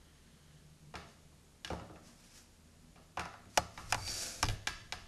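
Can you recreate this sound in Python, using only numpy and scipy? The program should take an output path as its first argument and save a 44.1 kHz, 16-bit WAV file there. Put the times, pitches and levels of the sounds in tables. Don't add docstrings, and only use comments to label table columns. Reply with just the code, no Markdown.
import sys
import numpy as np
from scipy import signal
from scipy.fft import rfft, irfft
from scipy.io import wavfile
from scipy.ndimage import uniform_filter1d

SR = 44100
rng = np.random.default_rng(int(sys.argv[2]) if len(sys.argv) > 2 else 0)


def log_audio(samples):
    frames = np.atleast_2d(samples).T
    limited = np.clip(frames, -1, 1)
    pcm = np.round(limited * 32767).astype(np.int16)
    wavfile.write(sys.argv[1], SR, pcm)


N = 223587
TIME = np.arange(N) / SR
RING_TIME = np.arange(2 ** 14) / SR


def undb(db):
    return 10 ** (np.asarray(db) / 20)


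def unit(x):
    return x / np.sqrt(np.mean(x ** 2))


def burst(x):
    return x / np.sqrt(np.sum(x ** 2) / (SR / 100))


def fade(t, t60):
    return np.exp(-np.log(1000) * t / t60)


def swell(centre_s, half_s, db):
    return undb(db) * np.exp(-.5 * ((TIME - centre_s) / half_s) ** 2)


def wander(rate_hz):
    hold = max(int(SR / rate_hz), 2)
    steps = np.repeat(rng.standard_normal(N // hold + 1), hold)
    return unit(uniform_filter1d(uniform_filter1d(steps, hold), hold)[:N])


def colour(x, points):
    hz, db = np.transpose(points)
    f = np.maximum(np.fft.rfftfreq(len(x), 1 / SR), 1)
    gain = undb(np.interp(np.log(f), np.log(hz), db))
    return unit(irfft(rfft(x) * gain, len(x)))


def resonate(x, hz, width_hz):
    b, a = signal.iirpeak(hz, hz / width_hz, SR)
    return unit(signal.lfilter(b, a, signal.lfilter(b, a, x)))


def friction(grain_db):
    return rng.standard_normal(N) * undb(grain_db * np.minimum(rng.exponential(size=N), 6))


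# (frequency [Hz], relative density [dB])
AIR_COLOUR = [(12, -24), (22, -0.5), (48, -1.5), (80, -13.5), (110, -7), (170, -3.5), (250, -11.5),
              (430, -15), (900, -21.5), (1900, -24.5), (3000, -25), (6500, -25.5), (12000, -30)]
def air():
    return undb(-63) * colour(rng.standard_normal(N), AIR_COLOUR)


# (time [s], shaft rate [Hz], whine [Hz])
FAN_SPEED = [(0, 74.93, 6520), (.8, 75.9, 6530), (1.4, 77.33, 6900), (2.2, 79.9, 6960), (5.07, 81.03, 6800)]
# (multiple of the shaft rate, level [dB])
FAN_ORDERS = [(1, -69.5), (2, -74), (3, -73.5)]
def fan(pulse_hz=7.6):
    times, shaft_hz, whine_hz = np.transpose(FAN_SPEED)
    shaft_phase = 2 * np.pi * np.cumsum(np.interp(TIME, times, shaft_hz)) / SR
    whine_phase = 2 * np.pi * np.cumsum(np.interp(TIME, times, whine_hz)) / SR
    hum = np.zeros(N)
    for order, db in FAN_ORDERS:
        tone = np.sin(order * shaft_phase + .4 * wander(8))
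        waver = undb(2.2 * np.sqrt(order) * wander(5))
        hum += undb(db) * unit(tone * waver)
    pulsing = np.clip(.5 + 2 * np.sin(2 * np.pi * pulse_hz * TIME), 0, 1)
    whine = np.sin(whine_phase + .9 * wander(140)) * pulsing
    return hum + undb(-85) * unit(whine)


# (centre [s], half length [s], level [dB], frequency [Hz])
HUM_SWELLS = [(0.863, .35, -63.5, 150.5), (2.8, 0.11, -69, 248)]
def hum_swells():
    return sum(resonate(rng.standard_normal(N), hz, width_hz=16) * swell(centre_s, half_s, db)
               for centre_s, half_s, db, hz in HUM_SWELLS)


# (band [Hz], t60 [s], level [dB])
ROOM_BANDS = [(92, 0.91, -11), (218, 0.38, 9), (500, 0.68, 2), (930, 0.58, -1), (1540, 0.52, 3),
              (3150, 0.65, -4.5), (6500, 0.58, -0.5), (12000, 0.23, 4)]
def room(x, gap_s, build_s):
    hz, t60s, levels = np.transpose(ROOM_BANDS)
    t = np.arange(SR) / SR
    log_f = np.log(np.maximum(np.fft.rfftfreq(SR, 1 / SR), 1))
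    noise = rfft(rng.standard_normal(SR))
    tail = np.zeros(SR)
    for selector, t60, db in zip(np.eye(len(hz)), t60s, levels):
        band = irfft(noise * np.interp(log_f, np.log(hz), selector), SR)
        tail += band * undb(db) * fade(t, t60)
    tail *= np.clip((t - gap_s) / build_s, 0, 1)
    return signal.fftconvolve(x, tail / np.sqrt(SR * 0.025))[:N]


# (centre [s], half length [s], level [dB])
LEANS = [(3.98, 0.11, -47), (4.5, 0.036, -36), (4.85, 0.5, -56.5)]
# (frequency [Hz], relative density [dB])
RUMBLE_COLOUR = [(12, -12), (22, -3.5), (31, -8.5), (45, -7), (75, -13.5), (110, -8), (200, -51),
                 (400, -50.5)]
def rumble():
    return colour(rng.standard_normal(N), RUMBLE_COLOUR) * sum(swell(*row) for row in LEANS)


# (frequency [Hz], relative density [dB])
HANDLING_COLOUR = [(900, -9.5), (1800, -0.5), (2500, -11), (3150, 2), (3500, -9), (4200, -5), (6000, -26)]
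def handling(let_go_s=0.59):
    release = fade(np.maximum(TIME - let_go_s, 0), t60=0.44)
    scuff = colour(friction(grain_db=3), HANDLING_COLOUR)
    return scuff * undb(-74.5 + 0.78 * wander(32)) * release


# (centre [s], half length [s], level [dB])
RUSTLES = [(1.106, 0.031, -67), (1.718, 0.033, -65), (2.076, 0.026, -61), (2.231, 0.068, -67),
           (2.365, 0.042, -59.5), (3.57, 0.045, -58.5), (3.81, 0.056, -59.5), (3.905, 0.011, -49.5)]
# (frequency [Hz], relative density [dB])
RUSTLE_COLOUR = [(800, -3), (2000, 1.5), (3500, -0.5), (5500, 6), (7500, 1.5), (10000, -4), (12000, -5)]
def rustle():
    flutter = undb(1.5 * wander(80))
    brushing = colour(friction(grain_db=2.5), RUSTLE_COLOUR)
    return brushing * sum(swell(*row) for row in RUSTLES) * flutter


# (frequency [Hz], relative density [dB])
SCRAPE_COLOUR = [(100, -6), (270, -4.5), (420, -6), (680, 2), (1000, -12), (1550, -2), (2000, -7),
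                 (2500, 0), (2950, -6.5), (3800, -2), (6200, 2), (7300, 0), (8600, -3.5), (12000, -7.5)]
# (frequency [Hz], width [Hz], relative level [dB])
SLIDE_MODES = [(2300, 260, -12), (4630, 240, 2), (5520, 380, 0), (6670, 240, -5), (7960, 250, -11)]
def slide(start_s=3.95, end_s=4.47, drag_db=-55, lag_s_per_octave=0.074):
    slips = friction(grain_db=3)
    strongest_hz = SLIDE_MODES[1][0]
    singing = np.zeros(N)
    for hz, width_hz, db in SLIDE_MODES:
        centre_s = 4.14 + lag_s_per_octave * np.log2(hz / strongest_hz)
        singing += resonate(slips, hz, width_hz) * swell(centre_s, half_s=.085, db=db - 49)
    scrape = colour(friction(grain_db=2.5), SCRAPE_COLOUR)
    grip = undb(1.1 * wander(80))
    touching = (TIME > start_s) & (TIME < end_s)
    push = np.hypot(swell(centre_s=4.195, half_s=.092, db=-42.5), undb(drag_db))
    return (scrape * push + singing) * grip * touching


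def ring(modes, spot_hz, wash_db, wash_t60, tilt_db=0):
    hz, db, t60 = np.transpose(modes)
    db = db + tilt_db * np.log2(hz / hz.mean())
    outline = [(hz[0] / 2, db[0] - 17.5), *zip(hz, db), (hz[-1] * 2, db[-1] - 57)]
    crack = 1 + 2.5 * fade(RING_TIME, wash_t60 / 6)
    crowd = colour(rng.standard_normal(len(RING_TIME)), outline)
    wash = burst(crowd * fade(RING_TIME, wash_t60) * crack)
    favoured_db = 10 * np.exp(-(np.log2(hz / spot_hz) / 0.17) ** 2)
    scatter_db = 1.5 * rng.standard_normal(len(hz))
    detune = .01 * rng.standard_normal(len(hz))
    swings = np.sin(2 * np.pi * np.outer(hz * (1 + detune), RING_TIME)) * fade(RING_TIME, t60[:, None])
    polarity = (-1) ** np.arange(len(hz))
    main = burst((undb(db + favoured_db + scatter_db) * polarity) @ swings)
    impulse = signal.unit_impulse(len(RING_TIME), SR // 500)
    click = burst(colour(impulse, outline))
    return np.array([burst(main + undb(wash_db) * wash), burst(click + undb(-6) * main)])


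def bend(x, lag_s):
    f = np.fft.rfftfreq(len(RING_TIME), 1 / SR)
    phase = 4 * np.pi * lag_s * np.sqrt(1000 * f)
    return irfft(rfft(x) * np.exp(-1j * phase))


# (frequency [Hz], relative level [dB], t60 [s])
TABLE_MODES = [(41.7, -9, 0.061), (73.6, -3.5, 0.4), (107, -7.5, 0.75), (141, -13, 0.17), (175, -8.5, 0.37),
               (221, -15, 0.23), (305, -10.5, 0.18), (415, -17, 0.37)]
# (frequency [Hz], relative level [dB], t60 [s])
TOP_MODES = [(438, -9, 0.019), (538, -6, 0.084), (636, -7.5, 0.073), (715, 0, 0.061), (856, 0.5, 0.056),
             (992, -9, 0.067), (1140, -7, 0.059), (1330, -3, 0.011), (1537, -9.5, 0.024),
             (1836, -14, 0.018), (2440, -22.5, 0.013), (2724, -18.5, 0.021)]
# (frequency [Hz], relative level [dB], t60 [s])
SHELL_MODES = [(1660, 2.5, 0.025), (1985, -4.5, 0.048), (2366, 2, 0.042), (2870, 2, 0.03),
               (3257, -1, 0.0087), (3413, -2.5, 0.05), (3795, 0.5, 0.032), (4230, -7.5, 0.08),
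               (4730, -5, 0.05)]
# (frequency [Hz], relative level [dB], t60 [s])
FEET_MODES = [(4970, 1.5, 0.027), (5570, 1, 0.03), (5974, 0.5, 0.028), (6610, 2, 0.021),
              (7450, -4.5, 0.021), (7760, -18, 0.08), (8380, -4, 0.012), (10340, -10, 0.027),
              (11700, -12, 0.034)]
def strike(toy_db, thump_db, distance_m, spot_hz):
    tilt_db = 9.5 * np.tanh(np.log2(spot_hz / 790) / 0.9)
    tick_db = toy_db - 6.5 - 3 * np.log2(distance_m)
    shell_spot_hz = spot_hz if toy_db > 0 else 2600
    thump = ring(TABLE_MODES, spot_hz, wash_db=-5, wash_t60=.36)
    knock = ring(TOP_MODES, spot_hz, wash_db=-1.5, wash_t60=.079, tilt_db=tilt_db)
    shell = ring(SHELL_MODES, shell_spot_hz, wash_db=-2, wash_t60=.03)
    tick = ring(FEET_MODES, spot_hz, wash_db=-2, wash_t60=.025)
    wood = bend(undb(thump_db) * thump, lag_s=0.002388) + bend(knock, lag_s=0.000996)
    return wood + undb(toy_db) * shell + undb(tick_db) * tick


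# (time [s], knock level at 1 m [dB], toy over knock [dB],
# thump over knock [dB], distance to the microphone [m], favoured mode [Hz], force kept per bounce [0-1])
BLOWS = [ (0.9398, -41.5, -13, -2.5, 1.5, 715, 0.13), (0.9545, -44.5, 2.5, -11, 1.65, 2900, 0),
         (1.647, -54.5, 13, 2.5, 0.94, 2960, 0.08), (1.676, -58, 6.5, -21, .9, 3360, 0.1),
         (1.7023, -36.5, -13.5, -0.5, 1.08, 538, 0.34), (1.732, -45, -32, -33, 0.47, 438, 0.1),
         (1.797, -49, -6, 2, 2.1, 992, 0), (1.897, -47.5, -27, 2.5, 2.3, 305, 0),
         (1.9582, -55, -8, -14, 1.64, 1836, 0.05), (2.959, -52.5, -4.5, -2.5, 2.6, 636, 0.16),
         (3.172, -33, -12.5, -9, 1.27, 992, 0.08), (3.195, -37.5, -4, -10.5, 1.06, 1330, 0.34),
         (3.255, -47.5, -10.5, -8.5, 0.69, 992, 0.1), (3.3395, -49.5, -17, -13.5, 1.02, 992, 0.1),
         (3.456, -72.5, -5, 14.5, 0.41, 107, 0), (3.5744, -37, -6, -13, 0.19, 765, 0),
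         (3.7763, -42.5, -4.5, -8, 1.5, 1000, 0.4), (3.924, -47.5, -8.5, -20.5, 0.098, 2440, 0.02),
         (3.9447, -47.5, -7.5, -9.5, 0.21, 992, 0.04), (3.978, -46, -20, -19, 0.96, 856, 0.44),
         (4.077, -62.5, 5, 2, 0.23, 4230, 0.17), (4.428, -47.5, -5.5, -4, 0.11, 1160, 0.02),
         (4.4413, -60.5, 6, 5, 0.24, 4730, 0.68), (4.486, -45, 4.5, 0, 0.8, 107, 0.4),
         (4.671, -52.5, 12, -9, 0.66, 3795, 0.34), (4.674, -40.5, 5.5, -8, .9, 1660, 0),
         (4.9233, -44, 4.5, -6, 0.83, 775, 0.13)]
def blows(contacts=3, first_flight_s=.0125, flight_ratio=.75):
    direct, to_room = np.zeros((2, N + len(RING_TIME)))
    for time_s, db, toy_db, thump_db, distance_m, spot_hz, bounce in BLOWS:
        near, radiated = strike(toy_db, thump_db, distance_m, spot_hz)
        for k in range(contacts):
            start = int(time_s * SR)
            span = slice(start, start + len(RING_TIME))
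            force = undb(db) * bounce ** k
            direct[span] += force * near / distance_m
            to_room[span] += force * radiated
            time_s += first_flight_s * flight_ratio ** k
    return direct[:N], to_room[:N]


def scene():
    direct, radiated = blows()
    rubbing = slide() + rustle() + handling()
    reflections = room(undb(-6.5) * (radiated + rubbing), gap_s=0.00069, build_s=0.0024)
    return (direct + rubbing + reflections + rumble() + fan() + air() + hum_swells())[None]


def record(dry):
    return signal.sosfilt(signal.ellip(10, .2, 70, 12150, fs=SR, output="sos"), dry)


dry = scene()
out = record(dry)
log_audio(out)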